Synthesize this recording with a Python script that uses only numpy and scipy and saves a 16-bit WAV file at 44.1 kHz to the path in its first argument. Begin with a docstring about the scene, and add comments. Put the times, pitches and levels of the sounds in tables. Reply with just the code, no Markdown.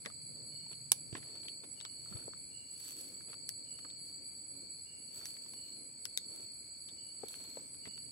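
"""Tropical forest at night

Crickets trill at two pitches, a katydid rasps about four times a second above them and a small frog calls
far off: all are wing or voice tones smeared by echoes from the trees. Someone creeps through the leaf litter
with gear in hand: soft knocks, crackling twigs and sharp snaps, made of short noise bursts and dying tones.
Cloth rubs, a low rumble, a brief hum and a faint hush of air are filtered noise.
"""
import sys
import numpy as np
from scipy import signal
from scipy.fft import rfft, irfft
from scipy.io import wavfile
from scipy.ndimage import uniform_filter1d

SR = 44100
rng = np.random.default_rng(int(sys.argv[2]) if len(sys.argv) > 2 else 0)


def int16_out(signal):
    """Quantize to a 16-bit WAV file."""
    q = np.round(np.clip(np.atleast_2d(signal).T, -1, 1) * 32767)
    wavfile.write(sys.argv[1], SR, q.astype(np.int16))


N = 357651
T = np.arange(N) / SR  # time in seconds

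# Dry leaves crushed under a slow tread.
# Each row: time of the peak in seconds, half length in seconds, relative level in dB.
LEAF_CRUNCHES = [(.095, 0.02, -65.5), (.72, 0.019, -60.5), (1.175, 0.023, -56), (1.28, 0.093, -61.5),
                 (1.365, 0.028, -58), (1.455, 0.013, -58), (1.643, 0.0096, -52.5), (1.83, 0.066, -66.5),
                 (2.16, 0.084, -59), (2.29, 0.035, -70), (3.3, 0.019, -56.5), (5.22, 0.081, -61),
                 (6.39, 0.085, -64.5), (7.4, 0.25, -63.5), (7.87, 0.017, -56.5)]


def undb(db):
    """Turn decibels into gain."""
    return 10 ** (np.asarray(db) / 20)


def unit(x):
    """Scale each channel to an average strength (rms) of 1."""
    return x / np.sqrt(np.mean(x ** 2, axis=-1, keepdims=True) + 1e-20)


def walk(rate):
    """Smooth random wandering with a spread near 1, changing about rate times a second."""
    return 1.2 * np.interp(T * rate, np.arange(4096), rng.standard_normal(4096))


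def pair(size, alike):
    """Left and right white noise; alike (0 to 1) is the share they have in common."""
    alike = np.clip(alike, 0, 1)
    shared = np.sqrt(alike) * rng.standard_normal(size)
    return shared + np.sqrt(1 - alike) * rng.standard_normal((2, size))


def colour(x, points):
    """Filter a sound by a spectrum given as (Hz, dB) points."""
    hz, db = np.transpose(points)
    f = np.fft.rfftfreq(x.shape[-1], 1 / SR)
    gain = undb(np.interp(np.log(f + 1), np.log(hz), db))
    return irfft(rfft(x) * gain, x.shape[-1])


def ring(x, hz, q):
    """A single resonance; a higher q rings longer and purer."""
    return signal.lfilter(*signal.iirpeak(min(hz, .45 * SR), max(q, .6), fs=SR), x)


def add(out, s, x, pan_db=0):
    """Mix a sound in at time s; pan_db is left minus right."""
    i = max(int(s * SR), 0)
    sides = undb(np.array([[pan_db], [-pan_db]]) / 2)
    out[:, i:i + x.shape[-1]] += (x * sides)[:, :N - i]


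def forest(x, t60, alike):
    """Countless faint reflections from trunks and leaves, falling 60 dB in t60 seconds, at unit gain."""
    t = T[:SR]
    echo = unit(pair(SR, alike) * undb(-60 * t / t60)) / np.sqrt(SR)
    return signal.fftconvolve(np.atleast_2d(x), echo, axes=1)[:, :N]


def wings(hz, spread_hz, strokes, count=3, rough=.45):
    """A few wing voices: each stroke is a short, slightly rough tone that sags as the stroke slows."""
    out = 0
    for place in np.linspace(-1, 1, count):
        stroke_rate = strokes * (1 + .06 * place + .012 * walk(5))
        stroke = (rng.random() + np.cumsum(stroke_rate) / SR) % 1  # 0 to 1 through each stroke
        pitch = hz + spread_hz * (.7 * place + rough * walk(90) + 2.0 * (.5 - stroke))
        tone = np.sin(2 * np.pi * np.cumsum(pitch) / SR)
        out = out + np.sin(np.pi * stroke) ** 2 * tone
    return unit(out)


def trill(hz, from_middle, length, strokes):
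    """One cricket's trill swells, holds and fades; its even strokes split the tone into fine strands."""
    effort = np.exp(-np.abs(2 * from_middle / length) ** 3.3)  # a higher power rises and falls more steeply
    return wings(hz + 9 * walk(3), spread_hz=62, strokes=strokes, count=3, rough=0.1099) * effort


def trillers():
    """Crickets near 4.4 kHz trill in turn, high and low, over a distant blend that fills the pauses."""
    # Near trills. Each row: time of the middle in seconds, length in seconds, pitch in Hz, relative level in dB.
    trill_rows = [(.25, 0.46, 4180, -67), (.42, 0.84, 4540, -55), (0.62, 0.36, 4393, -51),
                  (1.07, 0.55, 4623, -60.5), (1.353, 0.42, 4260, -65), (1.392, 0.35, 4468, -48.5),
                  (2.105, 0.63, 4454, -52.5), (2.598, 0.39, 4210, -68.5), (2.93, 0.48, 4470, -52.5),
                  (3.393, 0.61, 4492, -52.5), (3.52, 0.41, 4254, -65), (3.95, 0.6, 4420, -54.5),
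                  (4.184, 0.55, 4577, -55), (4.66, 0.46, 4485, -56), (4.67, .36, 4270, -61),
                  (5.263, 0.54, 4477, -51.5), (5.673, 0.31, 4437, -53), (5.74, 0.2, 4200, -63),
                  (6.285, 0.62, 4481, -51.5), (6.62, 0.27, 4220, -65), (6.918, 0.59, 4514, -53),
                  (7.363, 0.41, 4388, -54), (7.49, 0.27, 4275, -59), (7.922, 0.36, 4515, -52)]
    # Distant trillers. Each row: pitch in Hz, level in dB.
    far_rows = [(4270, -74), (4420, -60.5), (4600, -64)]
    strokes = 62  # wing strokes per second
    near = sum(trill(hz, T - s, length, strokes) * undb(db) for s, length, hz, db in trill_rows)
    far = sum(wings(hz, spread_hz=70, strokes=strokes, rough=0.3) * undb(db) for hz, db in far_rows)
    among_trees = unit(forest(near, t60=0.39, alike=0)) * np.std(near)
    distant = unit(forest(far, t60=0.31, alike=0)) * np.std(far)
    return undb(-7) * near + undb(-1.0) * among_trees + distant


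def beat(first, every):
    """Seconds from the nearest tick of an even beat."""
    return (T - first + every / 2) % every - every / 2


def high_crickets():
    """Two voices throb near 8 kHz, about nine and seven times a second; a higher one answers now and then."""
    # Even beats, in and out of step. Each row: chirps per second, time of the first chirp in seconds.
    chirp_beats = [(8.99, .051), (6.985, .005)]
    # The two voices. Each row: pitch in Hz, chirp length in seconds, relative level in dB.
    chirp_voices = [(7910, 0.056, -50.5), (7854, 0.06, -52.5)]
    # The faster voice waxes and wanes. Each row: time in seconds, level change in dB.
    chirp_swell = [(0, -5), (1.6, -4.5), (2.3, 0), (3.4, -4.5), (4.5, 1), (5.3, -3), (6.4, -2),
                   (8.11, -5.5)]
    # Short trills of the higher cricket. Each row: start in seconds, length in seconds, level in dB.
    answers = [(1.0, 0.18, -64.5), (2.52, 0.16, -72), (5.664, 0.088, -67), (7.134, 0.12, -62),
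               (7.614, 0.15, -58)]
    lead_s = 0.0068  # the wings move this long before the sound peaks among the trees
    song = 0
    swells = np.interp(T, *np.transpose(chirp_swell)), 0
    for (rate, first), (hz, length, db), swell_db in zip(chirp_beats, chirp_voices, swells):
        throb = np.exp(-(2 * beat(first - lead_s, 1 / rate) / length) ** 2)
        voice = wings(hz, spread_hz=62, strokes=75, count=4, rough=1.1)
        song = song + voice * throb * undb(db + swell_db)
    sides = undb(np.array([[-1.8], [.9]]))  # a little to the right
    near = unit(forest(song, t60=0.11, alike=0.07)) * np.std(song) * sides
    reply = sum(undb(db) * np.exp(-(2 * (T - s) / length - 1) ** 4) for s, length, db in answers)
    return near + forest(wings(8340, spread_hz=160, strokes=95) * reply, t60=.2, alike=0.37)


def katydid():
    """Each rasp starts with a broad, lower scrape, narrows to its upper tone and dies away."""
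    # Even runs with a short rest between them.
    # Each row: first rasp in seconds, end of the run in seconds, seconds between rasps.
    rasp_runs = [(-.05, 2.5, .241), (2.71, 3.8, .243), (3.97, 4.8, .241), (4.96, 7.4, .257),
                 (7.669, 8.1, .28)]
    starts = np.concatenate([np.arange(first, end, every) for first, end, every in rasp_runs])
    latest = np.maximum(np.searchsorted(starts, T) - 1, 0)
    age = np.maximum(T - starts[latest], 0)  # seconds since the rasp began
    effort = (1 - np.exp(-age / 0.013)) * np.exp(-(age / 0.17) ** 3)
    pitch = 10600 - 170.7 * np.exp(-age / 0.055)  # climbs to 10600 Hz
    tone = wings(pitch, spread_hz=190, strokes=130, count=4, rough=.7)
    # a lower wing resonance sounds early in each rasp
    scrape = wings(10280, spread_hz=210, strokes=200, rough=.6) * undb(-8) * np.exp(-(age / 0.12) ** 2)
    rasp = (tone + scrape) * effort * undb(-57 + 0.1 * walk(5.24))
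    return unit(forest(rasp, t60=0.057, alike=0.22)) * np.std(rasp)


def steady_chorus():
    """Far insects that never pause blend into unbroken bands of wing tones."""
    # Each row: pitch in Hz, spread of pitch in Hz, wing strokes per second, middle level in dB.
    steady_rows = [(2327, 95, 66, -75), (4440, 210, 110, -68.5), (5046, 100, 92, -75),
                   (6615, 200, 110, -78), (6970, 60, 68, -78), (7926, 90, 58, -53.5),
                   (8030, 380, 140, -69.5), (8730, 230, 100, -82), (10610, 40, 91, -69),
                   (10500, 370, 130, -72)]
    out = 0
    for hz, spread, strokes, db in steady_rows:
        band = unit(forest(wings(hz, spread, strokes), t60=0.23, alike=0))
        out = out + band * undb(db + 0.61 * walk(3.3))
    return out


def frog():
    """Short rattling notes slide up to their pitch and linger between the trees."""
    # Distant notes. Each row: start in seconds, pitch in Hz, relative level in dB.
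    frog_notes = [(.5, 2930, -80.5), (1.75, 2956, -76.5), (2.51, 2854, -74), (3.65, 2940, -76.5),
                  (4.85, 2840, -75.5), (5.54, 2927, -78.5), (6.96, 2940, -77.5), (7.82, 2865, -77.5)]
    out, t = np.zeros((2, N)), T[:SR // 3]
    for s, hz, db in frog_notes:
        rattle = 1 + 0.46 * np.sin(2 * np.pi * 62 * t)
        scoop = -15 * np.exp(-t / 0.027)  # starts 15 Hz low
        pitch = hz + scoop + 52 * walk(303)[:len(t)]
        note = rattle * np.sin(2 * np.pi * np.cumsum(pitch) / SR)
        add(out, s, note * (1 - np.exp(-t / 0.006)) * np.exp(-(t / 0.16) ** 4) * undb(db))
    close_trees = undb(8.5) * forest(out, t60=0.095, alike=0.27)
    deep_forest = undb(8.0) * forest(out, t60=1.04, alike=0)
    return undb(1.5) * out + close_trees + deep_forest


def burst(t60, alike):
    """A shower of tiny impacts that dies quickly, its spectrum flattened to even energy at all pitches."""
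    fade = undb(-60 * T[:SR // 4] / max(t60, .002))
    spectrum = rfft(pair(SR // 4, alike) * fade)
    flat = irfft(spectrum / (np.abs(spectrum) + 1e-9), SR // 4)
    return flat * fade ** .25


def ping(hz):
    """One quickly dying tone of a broken stick, falling 60 dB in about 5 ms."""
    t = T[:SR // 4]
    return np.sin(2 * np.pi * hz * t) * (1 - np.exp(-t / 0.00022)) * undb(-60 * t / 0.0053)


def push(hz):
    """The brief heave of a soft contact: a cycle or two through a broad resonance."""
    cycles = T[:SR // 4] * hz
    return ring(np.sin(2 * np.pi * cycles) * np.exp(-(cycles / 1.54) ** 2), hz, q=0.56)


def strength(x, t60):
    """Scale a sound by its energy, as a burst dying over t60 seconds that starts near rms 1."""
    energy = np.mean(np.sum(x ** 2, axis=-1))
    return x / np.sqrt(energy * 2 * np.log(1000) / (max(t60, .002) * SR))


def snaps(out):
    """Sharp snaps: a coloured crack of noise plus two ringing tones of the stick."""
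    # Each row: time in seconds, relative level in dB, tilt in dB per octave, decay in seconds,
    # left minus right in dB, lower ring in Hz, its level in dB, upper ring in Hz, its level in dB.
    snap_rows = [(0.06, -36, -6, 0.0078, -12.5, 2000, -14, 3420, -2),
                 (0.9182, -12.5, 5, 0.0067, -6.5, 8200, -5, 10020, -1),
                 (0.9196, -20, -1, 0.0047, 5, 3640, -8, 9340, -9),
                 (0.921, -16.5, 1, 0.005, 1, 6800, -9, 9700, -9),
                 (1.8507, -40.5, -4, .008, -6, 3480, -3, 5600, -10),
                 (2.801, -44, 2, 0.0069, 4, 9200, -12, 11800, -4),
                 (3.012, -38, 8, 0.007, 4, 9000, -8, 11400, -8),
                 (3.4913, -27.5, 3.5, 0.011, 4.5, 1840, -18.5, 5100, -15),
                 (5.159, -42, 14, .005, -4, 10600, -8, 12600, -10),
                 (5.2559, -38.5, 1, 0.029, -2, 1900, -9.5, 5760, -4.5),
                 (6.0539, -32, -1, 0.017, 6, 1530, -20, 4970, -5),
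                 (6.175, -25, 0, 0.01, 5, 3670, 1, 7100, -3),
                 (6.362, -43, 8, 0.0056, -4, 10300, -5, 12400, -12),
                 (7.2843, -42, 5, 0.015, -12, 3600, -11, 9800, -4)]
    # Colour of a snap before tilting. Each row: frequency in Hz, level in dB.
    snap_colour = [(150, -30), (450, -8), (1000, -38), (1550, -12), (2500, -0.5), (3100, -1), (3700, 0.5),
                   (5000, 2), (7000, -5), (8000, 2.5), (10400, 3), (12000, -4.5), (16000, -16)]
    lead = 128  # samples of room before a snap for its attack to form
    for s, db, tilt, t60, pan, low_hz, low_db, high_hz, high_db in snap_rows:
        tilted = [(f, level + tilt * np.log2(f)) for f, level in snap_colour]
        crack = strength(colour(np.roll(burst(t60, alike=0.33), lead, axis=1), tilted), t60)
        low = strength(ping(low_hz), t60) * undb(low_db)
        high = strength(ping(high_hz), t60) * undb(high_db)
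        snap = crack + np.roll(low + high, lead)
        add(out, s - lead / SR, snap[:, :SR // 5] * undb(db), pan)


def twigs(out):
    """Twigs crack underfoot: one noise burst rings the wood and a broader band of splinters."""
    # Each row: time in seconds, relative level in dB, ring in Hz, splinters against wood in dB,
    # decay in seconds, left minus right in dB.
    twig_rows = [(.05, -53, 1800, 3, .025, -2), (0.059, -40.5, 1920, -18, 0.04, 9),
                 (.061, -41, 1145, -15, 0.017, -4), (.1, -51.5, 1210, -6, 0.027, -1),
                 (.664, -56, 880, -3, 0.021, -3), (0.73, -50.5, 2950, -10, 0.022, 2),
                 (1.127, -60, 2900, 5, 0.058, -1), (1.151, -42, 1850, -5, 0.046, -1),
                 (1.152, -40.5, 1040, -20, 0.024, -0.5), (1.167, -51.5, 3000, -8, 0.04, -3),
                 (1.228, -58.5, 1950, 1.5, 0.045, -3), (1.432, -56, 3250, -2, 0.017, -7),
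                 (1.483, -35.5, 3050, -22, 0.013, -2), (1.8026, -42, 3400, -27, 0.0095, 8),
                 (1.811, -40.5, 3680, -9, 0.013, 5), (1.8496, -42, 1280, -9, 0.02, 0),
                 (1.852, -45, 3400, -10, 0.014, -8), (2.0585, -56, 1340, -13, 0.02, 3),
                 (2.1253, -53.5, 1380, -13, 0.036, 1), (2.158, -61, 1300, -12, .035, 0),
                 (2.19, -55, 1520, -9, .025, 3), (2.222, -57, 1450, -8, 0.024, -1),
                 (2.335, -44.5, 1380, -5, 0.0091, 1), (3.207, -53.5, 1560, -17, 0.017, 0),
                 (3.331, -53, 1350, 2.5, 0.026, 7), (3.342, -57, 1350, 10, 0.0069, 2),
                 (3.788, -61, 1290, 7.5, 0.033, -3), (3.848, -45.5, 1280, -14, 0.025, 4),
                 (3.903, -46, 3760, -25, 0.0063, 13), (5.212, -52, 1590, -10, 0.023, 1),
                 (5.3663, -61, 2250, 6, 0.021, -2), (5.462, -59, 1030, 2, .015, 0),
                 (5.536, -52, 980, 3, 0.015, 0), (6.055, -48, 1430, -14, 0.011, 4),
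                 (6.176, -38, 1950, -17, 0.0066, 3), (6.886, -53, 3500, -9, 0.078, 4),
                 (7.232, -47, 780, -18, 0.016, 12), (7.3404, -54.5, 2620, 9, 0.014, -2),
                 (7.5713, -50.5, 855, -2, 0.027, -1), (7.745, -60, 1600, 4, 0.007, -2),
                 (7.8536, -49, 2070, -5, 0.046, 2), (7.9774, -68, 2800, 18.5, 0.018, -1)]
    for s, db, hz, splinter_db, t60, pan in twig_rows:
        fibres = burst(t60, alike=0.33)
        wood = strength(ring(ring(fibres, hz, q=5.3), hz, q=0.54), t60)
        splinters = strength(ring(ring(fibres, 2600, q=0.37), 1800, q=0.48), t60)
        add(out, s, (wood + undb(splinter_db) * splinters) * undb(db), pan)


def knocks(out):
    """Soft footfalls and bumps: one short push together with a loose, noisy shudder."""
    # Each row: time in seconds, relative level in dB, pitch in Hz, decay in seconds, left minus right in dB.
    knock_rows = [(0.062, -47, 241, 0.035, -10), (0.067, -51.5, 523, 0.09, 10),
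                  (.919, -35.5, 570, 0.0076, 1), (.919, -31, 954, 0.01, -1), (1.127, -42, 140, 0.078, -15),
                  (1.128, -45.5, 380, .03, -1), (1.149, -47.5, 300, 0.17, -7), (2.113, -54, 159, 0.23, -21),
                  (2.145, -48.5, 107, 0.12, 17), (2.28, -40, 450, 0.015, 8), (7.234, -34, 415, 0.023, 5),
                  (7.235, -47, 222, 0.027, 2), (7.571, -38, 506, 0.02, 3), (7.593, -50, 754, 0.015, 5),
                  (7.87, -46, 174, 0.096, -13)]
    for s, db, hz, t60, pan in knock_rows:
        thud = ring(ring(burst(t60, alike=0.64), hz, q=2.35), hz, q=0.47)
        heave = strength(push(hz), t60) * undb(-5.5)
        shudder = strength(thud, t60) * undb(-3)
        add(out, s, (heave + shudder) * undb(db), pan)


def steps():
    """Snaps, cracking twigs and soft knocks, with the forest's faint answer."""
    out = np.zeros((2, N))
    snaps(out)
    twigs(out)
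    knocks(out)
    late = np.roll(out, int(0.0065 * SR), axis=1)  # the first reflection comes from the ground
    ground = undb(-15) * forest(late, t60=0.021, alike=0.028)
    trees = undb(-21.5) * forest(late, t60=0.21, alike=0)
    return out + ground + trees


def pressure(table, edge=2):
    """Swells from rows of peak time, half length and dB; a lower edge gives longer skirts."""
    power = sum(undb(2 * db) * np.exp(-2 * np.abs((T - s) / width) ** edge) for s, width, db in table)
    return power ** .5


def grains(rate, spread_db, t60):
    """Tiny fractures at random times; a wider spread makes many faint and a few strong."""
    sizes = undb(spread_db * np.minimum(rng.exponential(size=N), 3.5))
    return unit(forest((rng.random(N) < rate / SR) * sizes, t60, alike=0.39))


def swishes():
    """Leaves and cloth brush past: a swell of hiss full of tiny catches."""
    # Each row: time of the peak in seconds, half length in seconds, relative level in dB.
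    swish_rows = [(1.225, 0.21, -73), (1.8, 0.08, -71), (2.134, 0.13, -65.5), (2.78, 0.094, -63),
                  (2.874, 0.073, -51.5), (2.995, 0.18, -56), (4.1, 0.065, -65.5), (4.37, 0.075, -72),
                  (5.175, 0.039, -54.5), (5.275, 0.068, -57), (5.42, 0.3, -63), (5.68, 0.074, -63),
                  (6.383, 0.11, -63), (7.345, 0.1, -58.5), (7.522, 0.13, -59), (7.93, 0.18, -70)]
    friction = pair(N, 0.079) + grains(rate=340, spread_db=6, t60=0.0017)
    hiss = colour(friction, [(300, -33), (800, -9.5), (2000, -2.5), (4000, 3.0), (6000, 1.5),
                             (9000, 8.5), (12500, 4.0), (16000, -8)])
    return unit(hiss) * pressure(swish_rows, edge=1.85) * undb(1.35 * walk(40))


def litter():
    """Leaf litter crackles and scrapes while weight comes onto it."""
    fractures = grains(rate=700, spread_db=6, t60=0.019) + undb(-8) * pair(N, 0.38)
    crackle = colour(fractures, [(40, -17), (150, -0.5), (500, 7.5), (1300, -3.0), (2200, 0),
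                                 (3500, -6.0), (6000, -16), (10000, -2), (16000, -37)])
    return unit(crackle) * pressure(LEAF_CRUNCHES)


def stray_ticks():
    """Around each tread, disturbed leaves and small twigs settle with faint scattered ticks."""
    ticks = grains(rate=90, spread_db=0.0, t60=0.01)  # 90 per second, all equally strong
    stirred = uniform_filter1d(pressure(LEAF_CRUNCHES), int(0.31 * SR))  # the tread spread over 0.31 s
    dry_ticks = colour(ticks, [(200, -11), (800, -14.0), (1400, -14.0), (3500, -7), (6000, 10), (16000, -32)])
    return unit(dry_ticks) * stirred * undb(-13)


def nearby():
    """Sounds of the walker reach the left port of the microphone 0.2 ms before the right."""
    left, right = steps() + swishes() + litter() + stray_ticks()
    return np.array([left, np.roll(right, int(0.0002 * SR))])


def rustle():
    """Cloth rubs softly over a deep handling rumble, wide and almost independent on the two sides."""
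    # Deep handling rumble. Each row: time in seconds, relative level in dB.
    rumble_levels = [(0.0, -65), (0.83, -68.5), (1.13, -64), (1.6, -75), (2.28, -63.5), (2.75, -81),
                     (3.25, -70), (6.84, -83), (8.11, -67.5)]
    # Clothes rub at each slow movement.
    # Each row: time of the peak in seconds, half length in seconds, relative level in dB.
    rub_rows = [(.42, 0.14, -63), (1.5, 0.42, -66), (2.2, 0.19, -66.5), (3.35, 0.63, -66),
                (4.62, 0.14, -65.5), (5.68, 0.36, -64), (6.38, 0.15, -63), (7.52, 0.3, -67.5)]
    handling = pair(N, 0.028) * np.array([[1], [-1]])  # the right side is turned upside down
    rumble = unit(colour(handling, [(30, -43), (70, -18), (105, 2), (140, 2.0), (220, -10.0),
                                    (600, -35.0), (2000, -68)]))
    cloth = unit(colour(pair(N, 0.58), [(80, -32), (200, -4.0), (280, 4.5), (380, -3.5), (530, -4.0),
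                                        (720, -18.0), (1500, -26.0), (6000, -41.0)]))
    rubbing = np.hypot(pressure(rub_rows), undb(-71))  # never quite still
    rumble_db = np.interp(T, *np.transpose(rumble_levels)) + 3
    return rumble * undb(rumble_db) + cloth * rubbing * undb(1.98 * walk(13))


def hum():
    """A faint, low, wavering hum from resonated noise, a little to the right, that dies away early."""
    hz = 142
    tone = unit(ring(ring(pair(N, 0.68), hz, q=4.3), hz, q=2.5))
    sides_db = np.array([[-1.5], [1.5]])
    return tone * undb(-66 + sides_db) * np.exp(-(T / 1.45) ** 8)  # gone soon after 1.45 s


def air():
    """Still forest air: a faint, almost even hush of coloured noise under everything."""
    # Colour of the hush. Each row: frequency in Hz, relative level in dB per Hz.
    air_colour = [(25, -27), (60, -2), (110, 5), (300, -4.5), (600, -12.5), (1000, -17.5), (1800, -19),
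                  (3500, -20.5), (5800, -24.5), (7500, -9.5), (9500, -12.5), (11500, -23.5), (13000, -31.5),
                  (16000, -33)]
    return unit(colour(pair(N, 0), air_colour)) * undb(-64.0 + 0.25 * walk(2.07))


def scene():
    """Insects all round, a frog far off, steps close by."""
    insects = trillers() + steady_chorus() + high_crickets() + katydid()
    return insects + frog() + nearby() + rustle() + hum() + air()


def record(dry):
    """The recorder cuts the very top, above 15.9 kHz, with a steep low-pass filter."""
    return signal.sosfilt(signal.ellip(8, .2, 70, 15900, fs=SR, output="sos"), dry)


dry = scene()
out = record(dry)
int16_out(out)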